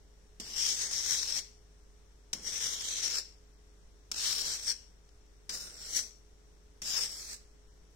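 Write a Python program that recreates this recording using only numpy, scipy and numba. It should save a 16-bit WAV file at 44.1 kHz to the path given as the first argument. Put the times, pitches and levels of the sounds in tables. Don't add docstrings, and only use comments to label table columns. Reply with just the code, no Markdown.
import sys
import numpy as np
from scipy import signal
from scipy.fft import rfft, irfft, next_fast_len
from scipy.io import wavfile
from scipy.ndimage import uniform_filter1d, minimum_filter1d
from numba import njit

SR = 44100
rng = np.random.default_rng(int(sys.argv[2]) if len(sys.argv) > 2 else 0)


def convert_level_to_amplitude(level_db):
    exponent = np.asarray(level_db, float) / 20
    return 10 ** exponent


def dump(signal):
    limited = np.clip(np.atleast_2d(signal).T, -1, 1)
    pcm = np.round(limited * 32767).astype(np.int16)
    wavfile.write(sys.argv[1], SR, pcm)


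N = 350595

# (time [s], peak [dB], low knock [dB], left minus right [dB], fade [s])
TAP_EVENTS = [
    (0.399, -29, -13.5, 0, 0.066),
    (2.3307, -18.5, -47, 4.5, 0.031),
    (4.115, -22, -43, 3, 0.028),
    (5.493, -24.5, -27, 6, 0.2),
    (6.8182, -27.5, -32, 1, 0.056),
]


def level(x, db):
    return x * convert_level_to_amplitude(db) / np.sqrt(np.mean(x ** 2))


def on_log(table, hz):
    table_hz, values = np.transpose(table)
    return np.interp(np.log(hz), np.log(table_hz), values)


def colour(x, table, size=1024):
    hz = np.maximum(np.fft.rfftfreq(size, 1 / SR), 1)
    cepstrum = irfft(np.log(convert_level_to_amplitude(on_log(table, hz))))
    cepstrum[1:size // 2] *= 2
    cepstrum[size // 2 + 1:] = 0
    return signal.fftconvolve(x, irfft(np.exp(rfft(cepstrum))))[:N]


@njit
def resonance(x, centre_hz, width_hz):
    y, band, low = np.empty(len(x)), 0., 0.
    for i in range(len(x)):
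        g, k = np.tan(np.pi * centre_hz[i] / SR), width_hz / centre_hz[i]
        v = (band + g * (x[i] - low)) / (1 + g * (g + k))
        band, low, y[i] = 2 * v - band, low + 2 * g * v, k * v
    return y


def walk(rate_hz):
    hold = max(int(SR / rate_hz), 1)
    steps = np.repeat(rng.standard_normal(N // hold + 1), hold)
    return uniform_filter1d(uniform_filter1d(steps, hold), hold)[:N]


def split(x):
    edges_hz = [110, 900, 2800, 9000]
    size = next_fast_len(N)
    hz, spec = np.fft.rfftfreq(size, 1 / SR), rfft(x, size)
    above = [1 - 1 / (1 + (hz / edge) ** 6) for edge in edges_hz] + [0]
    return [irfft(spec * (lo - hi), size)[:, :N] for lo, hi in zip(above, above[1:])]


def sides(pan_db):
    return convert_level_to_amplitude(np.array([pan_db - 6, 6 - pan_db]) / 2)


def ports(pair, main_hz):
    # (frequency [Hz], level [dB])
    left_shape = [(100, -22), (300, -28), (800, -24), (1400, -21), (2700, -22), (3900, -17), (5700, -13),
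                  (6800, -15), (7600, -21), (8600, -29), (11000, -31), (15500, -34)]
    right_shape = [(100, -22), (300, -28), (450, -20), (900, -25), (1700, -25), (2800, -18), (4500, -16),
                   (6500, -12), (8300, -12), (9500, -22), (10500, -29), (12000, -27), (15500, -32)]
    # (multiple of a third of main_hz, width [Hz], lift [dB])
    tube = [(1., 720, 8), (3., 620, 13), (5.05, 620, 9), (7.1, 800, 8)]
    left = colour(pair[0], left_shape)
    for multiple, width_hz, lift_db in tube:
        left = left + (convert_level_to_amplitude(lift_db) - 1) * resonance(left, multiple * main_hz / 3, 1. * width_hz)
    return np.array([left, colour(pair[1], right_shape)])


def kitchen():
    # (frequency [Hz], level [dB])
    hiss_shape = [(20, 7.5), (40, -8.5), (80, -0.5), (140, -6.5), (300, -5), (600, -12.5), (1000, -17),
                  (1900, -26.5), (3600, -28.5), (5700, -36), (8000, -31), (11000, -26.5), (13500, -29),
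                  (16000, -28)]
    lines_hz = [49.2, 65, 33, 166, 300, 420.5]
    # (level [dB], wobble [dB], left minus right [dB])
    lines = [(-60, .8, .5), (-73, 1.5, .5), (-78, 1.5, .5), (-81, 2.2, .7), (-84, 2.2, -1.5),
             (-74.5, 1.8, -4)]
    size = next_fast_len(N)
    hz = np.maximum(np.fft.rfftfreq(size, 1 / SR), 1)
    mid, side = rfft(rng.standard_normal((2, size)))
    apart = np.clip(hz / 500, .5, 1)
    spec = (mid + np.outer([1, -1], apart * side)) / np.sqrt(1 + apart ** 2)
    hiss = irfft(convert_level_to_amplitude(on_log(hiss_shape, hz)) * spec, size)[:, :N]
    out, t = level(ports(hiss, np.full(N, 5700.)), -62.5), np.arange(N) / SR
    for f_hz, (db, wobble_db, pan_db) in zip(lines_hz, lines):
        tone = np.sin(2 * np.pi * f_hz * t + 0.4 * walk(7.3))
        tone = np.sqrt(2) * convert_level_to_amplitude(db + wobble_db * walk(9.8)) * tone
        out += tone * convert_level_to_amplitude(np.array([[pan_db], [-pan_db]]) / 2)
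    return out


def room(x, t60_s, onset_s):
    t = np.arange(SR // 2) / SR
    tail = rng.standard_normal((2, len(t))) * (1 - np.exp(-t / onset_s)) * convert_level_to_amplitude(-60 * t / t60_s)
    tail = signal.lfilter([1], [1, -.4], tail)
    tail /= np.sqrt(np.sum(tail ** 2, axis=1, keepdims=True))
    return signal.fftconvolve(x, tail, axes=1)[:, :N]


def booms():
    boom_db = [-57, -53.5, -61, -59, -63]
    boom_hz, width_hz, t60_s = 178., 130., 0.82
    t, gain = np.arange(N) / SR, np.zeros(N)
    for tap, db in zip(TAP_EVENTS, boom_db):
        gain += (t >= tap[0]) * convert_level_to_amplitude(db - 60 * np.maximum(t - tap[0], 0) / t60_s)
    return gain * level(resonance(rng.standard_normal(N), np.full(N, boom_hz), width_hz), 0)


def taps(table, main_hz, landing_s, fade_db):
    t, rattle, knock = np.arange(SR // 8) / SR, np.zeros((2, N)), np.zeros(N)
    for s, db, knock_db, pan_db, fade_s in table:
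        i = int(s * SR)
        damping = convert_level_to_amplitude(fade_db - 60 * (t - landing_s) / max(fade_s, .004))
        landing = np.where(t < landing_s, 1, damping)
        spikes = convert_level_to_amplitude(2.17 * rng.exponential(size=len(t)))
        burst = landing * rng.standard_normal((2, len(t))) * spikes
        rattle[:, i:i + len(t)] += convert_level_to_amplitude(db) * sides(pan_db + 0.5)[:, None] * burst
        knock[i:i + len(t)] += convert_level_to_amplitude(db + knock_db) * burst[0]
    thud = signal.sosfilt(signal.butter(2, (150, 700), "band", fs=SR, output="sos"), knock)
    return convert_level_to_amplitude(4.5) * ports(rattle, main_hz) + convert_level_to_amplitude(4.0) * thud


def strokes():
    # (wall share [dB], bright share [dB], patch at tap [Hz], at lift [Hz], lift-off [dB/s])
    plan = [(-17.5, -13.5, 3060, 4400, 800), (-14.5, -13.5, 3170, 3980, 696),
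            (-16, -11.5, 3600, 4160, 850.5), (-18.5, -9.5, 3860, 4660, 304), (-15.5, -9.5, 3000, 4760, 546)]
    # (time [s], scrape level [dB])
    pressure = [
        [(.41, -47), (.548, -40.5), (.58, -33), (.688, -32), (.926, -33.5), (1.038, -36.5), (1.138, -32.5),
         (1.248, -40), (1.39, -34)],
        [(2.34, -41.5), (2.362, -51), (2.408, -56), (2.475, -38), (2.745, -36), (2.765, -41), (3.02, -40),
         (3.045, -35.5), (3.19, -36)],
        [(4.126, -51), (4.176, -37.5), (4.27, -30.5), (4.4, -34), (4.55, -37.5), (4.582, -47), (4.658, -43),
         (4.68, -36), (4.72, -37)],
        [(5.5, -52), (5.538, -38.5), (5.708, -54.5), (5.784, -53), (5.848, -45), (5.922, -44), (5.97, -28.5),
         (5.994, -35), (6.03, -46)],
        [(6.826, -46), (6.87, -37.5), (6.928, -33.5), (7.032, -37), (7.082, -46.5), (7.206, -47.5),
         (7.286, -46.5), (7.346, -46.5)],
    ]
    # (time [s], depth [dB], negative digs in, half width [s])
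    skips = [(.642, 1.5, .04), (.776, 6, 0.077), (0.89, 8.5, 0.052), (2.596, 3, 0.016), (4.435, 3, 0.031),
             (3.09, 2, 0.038), (7.0, 4.5, .02), (1.12, -2, .06), (6.97, -3, .03), (.74, 2, .03)]
    t = np.arange(N) / SR
    db, wall_db, bright_db, bowl_hz = np.full(N, -200.), np.zeros(N), np.zeros(N), np.full(N, 3500.)
    for tap, curve, (wall, bright, from_hz, to_hz, lift_db_per_s) in zip(TAP_EVENTS, pressure, plan):
        s, press_db = np.transpose(curve)
        on = t >= tap[0]
        db[on] = (np.interp(t, s, press_db) - lift_db_per_s * np.maximum(t - s[-1], 0))[on]
        wall_db[on], bright_db[on] = wall, bright
        bowl_hz[on] = np.interp(t[on], (tap[0], s[-1]), (from_hz, to_hz))
    for s, depth_db, half_s in skips:
        db -= depth_db * np.maximum(1 - np.abs(t - s) / half_s, 0)
    return db, wall_db, bright_db, bowl_hz


def far_wall(x, lag_s, drift, share):
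    lag = np.round(SR * lag_s * np.exp(drift * walk(3))).astype(int)
    return x + share * x[np.maximum(np.arange(N) - lag, 0)]


def steel(x, bowl_hz):
    # (frequency [Hz], width [Hz], lift [dB])
    modes = [(1400, 160, 6), (3150, 220, 6), (4500, 240, 5), (6600, 300, 4), (8200, 320, 4)]
    x = x + 0.43 * resonance(x, bowl_hz, 630.0)
    for hz, width_hz, lift_db in modes:
        lift = convert_level_to_amplitude(lift_db * walk(4.035)) - 1
        x = x + lift * resonance(x, hz * (1 + .05 * walk(2.5)), 1. * width_hz)
    return x


def scrape(main_hz, bowl_hz, db, shares_db, pan_db):
    bunching = convert_level_to_amplitude(1.15 * walk(30) + 1.2 * walk(150) + 0.85 * walk(500))
    ticks = rng.standard_normal((3, N)) * convert_level_to_amplitude(1.23 * rng.exponential(size=(3, N))) * bunching
    pair = []
    for own in ticks[:2]:
        near = far_wall(own + .3 * ticks[2], .0004, .3, .3)
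        pair.append(far_wall(near, .0008, .4, .15))
    pair = [steel(p, bowl_hz) for p in pair]
    parts = split(ports(pair, main_hz))
    parts[0] = parts[0] + .2 * parts[0][::-1]
    low, *high = (level(p, 1.0) * convert_level_to_amplitude(db + s + 1.28 * walk(12)) for p, s in zip(parts, shares_db))
    return low + sum(high) * sides(pan_db)


def hollowed(pair):
    # (start [s], end [s], from [Hz], to [Hz], gain [dB])
    hollows = [(0.783, 1.28, 2750, 2900, -5.5), (1.065, 1.18, 1750, 1800, 5),
               (2.345, 2.462, 3700, 3600, -12), (2.47, 2.647, 2300, 2450, 0.5),
               (3.097, 3.3, 2080, 2000, -7), (3.13, 3.21, 1300, 1300, 4.5), (4.135, 4.35, 2930, 3240, 2),
               (4.15, 4.45, 5500, 5600, 3), (4.46, 4.56, 2600, 2700, -10), (4.6, 4.8, 3210, 2690, -9),
               (4.66, 4.74, 1600, 1700, 5), (4.675, 4.75, 4300, 4300, 5), (5.5, 5.68, 3400, 3400, -25),
               (5.7, 5.828, 3710, 2500, -20), (5.94, 6.025, 1790, 1790, 2.5), (6.84, 6.918, 3500, 3520, -6),
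               (6.84, 7.008, 2200, 2100, -6), (6.934, 7.02, 1010, 1010, 5.5),
               (7.077, 7.447, 2560, 3400, -14), (2.32, 2.36, 1200, 1200, -10), (4.1, 4.14, 1800, 1800, -10),
               (.75, 1.05, 1250, 1250, 4), (7.28, 7.4, 1300, 1300, -6), (5.93, 6.08, 8600, 8600, 6)]
    out = pair.copy()
    for start_s, end_s, from_hz, to_hz, gain_db in hollows:
        on = slice(int(start_s * SR), int(end_s * SR))
        count = on.stop - on.start
        share = (convert_level_to_amplitude(gain_db) - 1) * signal.windows.tukey(count, .4)
        for x in out:
            x[on] += share * resonance(x[on].copy(), np.linspace(from_hz, to_hz, count), 540.)
    return out


def scene():
    # (time [s], frequency [Hz])
    main_curves = [
        [(0.42, 5170), (0.66, 5780), (1.166, 5630), (1.252, 5130), (1.4, 5800)],
        [(2.35, 5460), (2.578, 5840), (2.798, 5580), (2.888, 6060), (3.2, 5170)],
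        [(4.13, 5250), (4.548, 5560), (4.666, 5450), (4.74, 5610)],
        [(5.5, 5080), (5.654, 5520), (5.876, 5400), (5.912, 5940), (6.04, 5660)],
        [(6.83, 5700), (6.864, 5120), (7.216, 5550), (7.238, 5800), (7.36, 5740)],
    ]
    # (time [s], peak [dB], left minus right [dB])
    catch_events = [(0.5573, -28, 8), (0.601, -24, 1), (0.6632, -17, 3.3), (0.814, -22.5, 8),
                    (0.912, -22, 0), (1.0605, -18, 13), (1.1039, -27, 5), (1.2283, -23.5, 17),
                    (2.465, -26, 2.5), (2.5212, -27, 9), (2.5755, -29, 9), (2.609, -25, 14),
                    (2.666, -21, 4.5), (2.708, -31, 11), (2.8084, -25.5, 14), (2.8848, -21, 10),
                    (4.1415, -22, 2.5), (4.1601, -25, 3), (4.1965, -28, 3.1), (4.325, -20.5, 10),
                    (4.479, -18, 3), (4.595, -27, 8), (4.67, -30, 4.2), (5.548, -23, 9), (5.0883, -50, 3.5),
                    (5.99, -18, 8)]
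    db, wall_db, bright_db, bowl_hz = strokes()
    main_hz = np.interp(np.arange(N) / SR, *np.vstack(main_curves).T)
    firm_db = np.clip(db + 38, -20, 10)
    rumble_db = -23.5 - 0.54 * firm_db
    shares_db = (rumble_db, wall_db - 0.1 * firm_db, 0, bright_db - 0.03 * firm_db)
    pan_db = 5.5 + 0.29 * firm_db
    bowl = scrape(main_hz, bowl_hz, db, shares_db, pan_db)
    knock_db, fade_s = -32, 0.015
    catches = [(s, peak_db, knock_db, pan, fade_s) for s, peak_db, pan in catch_events]
    bowl += taps(TAP_EVENTS, main_hz, landing_s=0.0056, fade_db=-5)
    bowl += convert_level_to_amplitude(-6.5) * taps(catches, main_hz, landing_s=0.0053, fade_db=-13.5)
    tail = convert_level_to_amplitude(-12.5) * room(bowl, t60_s=0.39, onset_s=0.003)
    return hollowed(bowl + tail) + kitchen() + booms()


def thin(x, size=1024, channels=8):
    # (frequency [Hz], depth [dB])
    thinning = [(1200, 25), (1900, 7), (2500, 4), (3600, 3.6), (5000, 5.5), (7500, 4.5), (8500, 2.5),
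                (11000, 1.7), (16000, 1.9)]
    wobble_db, attack_jump_db = 1.9, 9
    hz, _, spec = signal.stft(x, SR, nperseg=size)
    power = np.abs(spec[:, :-1]) ** 2 + 1e-18
    power = power.reshape(2, -1, channels, power.shape[-1]).sum(2)
    bands_db = 10 * np.log10(uniform_filter1d(power, size=2))
    bands_db = (bands_db + bands_db.mean(0)) / 2
    around_db = uniform_filter1d(bands_db, size=5, axis=1)
    wobble = uniform_filter1d(rng.standard_normal(around_db.shape[1:]), size=4) * 2
    around_db += wobble_db * wobble
    kept = bands_db > around_db - on_log(thinning, hz[channels // 2:-1:channels])[:, None]
    jump = np.diff(bands_db[0].mean(0), append=0) > attack_jump_db
    kept = np.maximum(minimum_filter1d(1. * kept, size=3), uniform_filter1d(1. * jump, size=5) > 0)
    spec[:, :-1] *= np.repeat(kept, channels, axis=1)
    return signal.istft(spec, SR, nperseg=size)[1][:, :N]


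def roll_off(x):
    return signal.sosfilt(signal.butter(12, 16600, fs=SR, output="sos"), x)


def record(dry):
    low_pass = signal.ellip(10, .2, 80, 15780, fs=SR, output="sos")
    mix = thin(signal.sosfilt(low_pass, dry))
    return roll_off(mix)


dry = scene()
out = record(dry)
dump(out)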